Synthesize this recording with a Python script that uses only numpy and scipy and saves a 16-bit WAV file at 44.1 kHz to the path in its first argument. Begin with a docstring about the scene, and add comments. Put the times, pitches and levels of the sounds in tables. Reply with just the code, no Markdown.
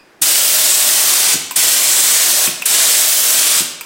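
"""Spray gun in a garage.

A compressed-air gun makes three passes over a paper-covered wall. The trigger clicks, the valve
opens with a spurt of stored air, and the turbulent jet hisses while the paper roars faintly.
The hose thumps dully at each release and at the first two openings; the hiss dies away in the room."""
import sys
import numpy as np
from scipy import signal
from scipy.fft import rfft, irfft
from scipy.io import wavfile
from scipy.ndimage import uniform_filter1d, map_coordinates

SR = 44100
rng = np.random.default_rng(int(sys.argv[2]) if len(sys.argv) > 2 else 0)


def wrap_up_sound(samples):
    """Save the sound to the file named by the first command line argument, as 16-bit audio."""
    columns = np.atleast_2d(samples).T
    # keep every value between -1 and 1, then stretch to whole-number steps
    tamed = np.clip(columns, -1, 1)
    steps = np.round(tamed * 32767).astype(np.int16)
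    wavfile.write(sys.argv[1], SR, steps)


N = 169785
TIME = np.arange(N) / SR


def amp(db):
    """Decibels to amplitude ratio."""
    return 10 ** (np.asarray(db) / 20)


def unit_rms(x):
    """Normalisation to rms 1."""
    return x / np.sqrt(np.mean(x ** 2) + 1e-20)


def at_frequency(points, hz):
    """Interpolation on a log-frequency axis."""
    f, value = np.transpose(points)
    return np.interp(np.log(hz + 1), np.log(f + 1), value)


def at_time(points, t, column=1):
    """Linear interpolation in time."""
    columns = np.transpose(points)
    return np.interp(t, columns[0], columns[column])


def colour(x, points):
    """Zero-phase filtering by rows of frequency in Hz and gain in dB."""
    size = 2 * len(x)
    gain = amp(at_frequency(points, np.fft.rfftfreq(size, 1 / SR)))
    return irfft(rfft(x, size) * gain)[:len(x)]


def add(mix, start_s, sound):
    """Superposition of a sound on the mix."""
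    part = mix[max(round(start_s * SR), 0):][:len(sound)]
    part += sound[:len(part)]


def resonance(size, hz, half_width_hz):
    """Random excitation of one resonance, rms 1."""
    f = np.fft.rfftfreq(size, 1 / SR)
    response = np.minimum(f / hz, 1) / (1 + ((f - hz) / half_width_hz) ** 2)
    return unit_rms(irfft(rfft(rng.standard_normal(size)) * response, size))


def smooth_field(shape, bins, frames):
    """A moving average correlates noise over frequency and time, rms 1."""
    across_bins = uniform_filter1d(rng.standard_normal(shape), bins, axis=0)
    return unit_rms(uniform_filter1d(across_bins, frames, axis=1))


# Each row: frequency in Hz, relative spectral density in dB.
ROOM_SPECTRUM = [(30, -8), (70, -20), (120, -9.5), (250, -1.5), (400, 0), (700, -6), (1600, -5.5),
                 (3500, -16), (8000, -24), (15000, -31)]
def room_tone(level_db=-49):
    """Stationary noise forms a low, quiet background."""
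    return amp(level_db) * unit_rms(colour(rng.standard_normal(N), ROOM_SPECTRUM))


# Each row: frequency in Hz, reverberation time (60 dB of decay) in seconds.
GARAGE_T60 = [(150, 0.53), (400, 1), (1000, 0.76), (3000, 0.87), (6000, 0.63), (10000, 0.46), (15000, 0.36)]
def garage(x, first_s=.005):
    """Reverberation: random reflections decay exponentially, each band at its own rate."""
    taps = rng.choice([-1., 1.], SR) * (rng.random(SR) < .1) * (np.arange(SR) > first_s * SR)
    hz, t, spectra = signal.stft(taps, SR, nperseg=256)
    decay = amp(-60 * t / at_frequency(GARAGE_T60, hz)[:, None])
    tail = signal.istft(spectra * decay, SR, nperseg=256)[1]
    return signal.fftconvolve(x, tail / np.linalg.norm(tail))[:N]


def moving_room(x, tails=4, fades_per_s=10):
    """A room's response depends on source position: the moving gun crossfades between tails."""
    turn = TIME * fades_per_s % tails
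    distances = [np.minimum(abs(turn - k), tails - abs(turn - k)) for k in range(tails)]
    return sum(garage(x * np.cos(np.pi / 2 * np.minimum(d, 1))) for d in distances)


# Each row: time in seconds, excess of the path via the wall over the direct path in metres.
WALL_PATH = [(.2, 0.51), (.6, 0.39), (1.2, 0.29), (1.6, 0.32), (2.0, .32), (2.45, 0.406), (2.75, 0.46),
             (3.05, 0.35), (3.6, 0.27)]
def wall_echoes(x, near_gain=.085, far_gain=.094, far_extra_m=.57, sound_m_per_s=343):
    """Comb filtering: the direct sound interferes with two echoes that shift as the gun moves."""
    path = at_time(WALL_PATH, TIME)
    near, far = (map_coordinates(x, [(TIME - metres / sound_m_per_s) * SR], order=3)
                 for metres in (path, path + far_extra_m))
    return x + near_gain * near + far_gain * far


def paper(level_db=-39.5, db_per_m=19, wait_s=.051):
    """Forced vibration: paper roars hollowly once paint lands, swelling and fading as the gun moves."""
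    landed = np.minimum(np.minimum(airflow(TIME), airflow(TIME - wait_s)), 1)
    path = at_time(WALL_PATH, TIME)
    gain = amp(level_db + db_per_m * (path - path.mean()))
    return gain * landed * resonance(N, hz=618, half_width_hz=85)


# Each row: start in seconds, peak level in dB, level of the bounce relative to that peak in dB.
HOSE_THUMPS = [(0.213, -29, 1), (1.343, -22.5, 4), (1.563, -32, -1), (2.478, -20, -3), (3.606, -22, 1)]
def hose(band_hz=(115, 350), bounce_s=.0115):
    """Pressure surge: at each listed change of flow a dull pulse runs along the hose, reflected once."""
    band = signal.butter(3, band_hz, "band", fs=SR, output="sos")
    pulse = signal.sosfilt(band, signal.unit_impulse(SR // 10))
    pulse /= abs(pulse).max()
    out = np.zeros(N)
    for start, db, bounce_db in HOSE_THUMPS:
        add(out, start, amp(db) * pulse)
        add(out, start + bounce_s, amp(db + bounce_db) * pulse)
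    return out


# Each row: mode frequency in Hz, relative level in dB, time to decay by 60 dB in seconds.
GUN_MODES = [(980, -3, .028), (1250, -8, .02), (1480, -7, .025), (2150, -11, .035), (2480, -4, .06),
             (2680, -4, .04), (4930, -13, .07), (7700, -3, .04), (8900, -5, .05), (14100, -1, .04)]
def gun_ring(t, favoured_hz, smear=.06, favour_db=9, favour_octaves=.3):
    """Damped modes of the metal body, each smeared by loose parts over a share of its pitch."""
    out = np.zeros(len(t))
    for hz, db, t60 in GUN_MODES:
        boost_db = favour_db * np.exp(-(np.log2(hz / favoured_hz) / favour_octaves) ** 2)
        out += amp(db + boost_db - 60 * t / t60) * resonance(len(t), hz, smear * hz)
    return out


# Each row: start in seconds, rms level of the first 5 ms in dB, frequency the blow favours in Hz.
TRIGGER_CLICKS = [(1.510, -18.5, 1050), (1.520, -26, 14000), (2.474, -16, 2550), (2.621, -16, 2550),
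                  (3.810, -22, 1030)]
def trigger(snap_db=5, snap_s=.004, snap_hz=700, ring_db=-48, ring_age_s=.06, ring_t60_s=.2):
    """Impact excitation: the trigger snaps against the valve stem and rings the gun."""
    t, out = np.arange(0, .3, 1 / SR), np.zeros(N)
    highpass = signal.butter(2, snap_hz, "high", fs=SR, output="sos")
    for start, db, hz in TRIGGER_CLICKS:
        snap = signal.sosfilt(highpass, rng.standard_normal(len(t)))
        click = gun_ring(t, hz) + amp(snap_db) * np.exp(-t / snap_s) * snap
        add(out, start, amp(db) * click / np.std(click[t < .005]))
    # At first the gun still rings from an earlier knock.
    ring = unit_rms(gun_ring(np.full(len(t), ring_age_s), favoured_hz=3400, smear=.03))
    add(out, 0, amp(ring_db - 60 * t / ring_t60_s) * ring)
    return out


OPEN_S = .008  # rise time of the flow
# Each row: time the valve opens in seconds, time it shuts in seconds.
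PASSES = [(.213, 1.336), (1.555, 2.468), (2.652, 3.598)]
def airflow(t, bleed_s=.02):
    """Valve flow rises fast, holds, then decays exponentially as the air bleeds off."""
    return sum(np.clip((t - start) / OPEN_S, 0, 1) ** 2 * np.exp(-np.maximum(t - stop, 0) / bleed_s)
               for start, stop in PASSES)


def spurt(level_db=-9, length_s=.018):
    """Transient discharge: pressure stored in the hose escapes in a bright blast as the valve opens."""
    t, out = np.arange(0, .06, 1 / SR), np.zeros(N)
    envelope = np.minimum(t / OPEN_S, 1) ** 2 / (1 + (t / length_s) ** 6)
    for start, _ in PASSES:
        add(out, start, amp(level_db) * envelope * resonance(len(t), hz=9000, half_width_hz=3500))
    return out


# Each row: frequency in Hz, relative spectral density in dB.
JET_SPECTRUM = [(30, -30), (80, -28), (170, -18.5), (300, -13), (440, -12.5), (610, -11), (950, -9.7),
                (1800, -5.7), (2500, -5.2), (3400, -1.6), (4400, -1.9), (5600, 0), (7000, 0), (8500, 2.2),
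                (10000, -.5), (12000, -3.4), (13500, -2.6), (16000, -4)]
# Each row: time in seconds, level of the air cap's faint singing before the sway in dB.
CAP_SINGING = [(.22, -18), (.58, -35), (.72, -12.5), (1.0, -37), (1.9, -16), (2.06, -16), (2.17, -17),
               (2.28, -37), (2.45, -20), (3.6, -23)]
# The jet sways as the gun moves. Each row: time in seconds, gain in dB, tilt near 13.6 kHz in dB.
JET_SWAY = [(.22, -1.5, -0.1), (.45, -4.5, 2.3), (.72, -2.7, 0), (1.0, -4.5, 1), (1.3, -2.1, -2.5),
            (1.58, -1.4, -1.5), (1.8, -4.5, 0), (2.1, -2.6, -0.5), (2.45, -5.2, 0.5), (2.8, -1.6, -3.8),
            (3.15, -5.1, 4), (3.35, -4, 0.5), (3.6, -3.5, -2)]
def jet(base_db=-8.5, patch_db=.9, drift_db=.26, flutter_db=.81):
    """Turbulence radiates a broadband, fluctuating hiss, and the air cap resonates with it."""
    hz, t, spectra = signal.stft(rng.standard_normal(N), SR, nperseg=256)
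    eddies = patch_db * smooth_field(spectra.shape, bins=5, frames=6)
    eddies += drift_db * smooth_field(spectra.shape, bins=3, frames=60)
    flutter = flutter_db * smooth_field((1, len(t)), bins=1, frames=6)
    treble = np.minimum(hz / 9600, 2)[:, None] ** 2 * at_time(JET_SWAY, t, column=2) / 2
    turbulence = signal.istft(spectra * amp(treble + eddies + flutter), SR)[1][:N]
    hiss = amp(base_db) * unit_rms(colour(turbulence, JET_SPECTRUM))
    cap = amp(at_time(CAP_SINGING, TIME)) * resonance(N, hz=7750, half_width_hz=850)
    return (hiss + cap) * amp(at_time(JET_SWAY, TIME)) * airflow(TIME)


# Each row: frequency in Hz, gain of the side (left minus right) signal in dB.
STEREO_WIDTH = [(30, -22), (70, -13), (280, -12.5), (550, -15), (1100, -34), (2200, -66.5), (4500, -31.5),
                (8500, -11), (13000, -14)]
def scene():
    """Mid-side stereo: two close microphones share the direct sound and differ in the diffuse field."""
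    air = wall_echoes(jet()) + spurt() + paper()
    thumps, clicks = hose(), trigger()
    into_room = amp(-4.5) * air + amp(-6) * thumps + amp(-5) * clicks
    mid_tone, side_tone = room_tone(), room_tone()
    mid = air + thumps + clicks + moving_room(into_room) + mid_tone
    side = colour(moving_room(into_room) + side_tone, STEREO_WIDTH)
    return np.array([mid + side, mid - side])


def record(dry, limit_db=-10, recover_db_per_s=65, lag_s=.012, cutoff_hz=15920):
    """Dynamic compression: a quick limiter holds the hiss down, then soft clipping and a low-pass."""
    power_db = 10 * np.log10(abs(uniform_filter1d((dry ** 2).mean(0), size=200)) + 1e-12)
    recovery_db = TIME * recover_db_per_s
    peak_db = np.maximum.accumulate(power_db + recovery_db) - recovery_db
    over_db = np.maximum(peak_db - limit_db, 0)
    pole = np.exp(-1 / (lag_s * SR))
    held = dry / amp(signal.lfilter([1 - pole], [1, -pole], over_db))
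    rounded = held / (1 + held ** 8) ** (1 / 8)
    lowpass = signal.firwin(1023, cutoff_hz, window=("kaiser", 9), fs=SR)
    return signal.oaconvolve(rounded, lowpass[None], "same")


dry = scene()
out = record(dry)
wrap_up_sound(out)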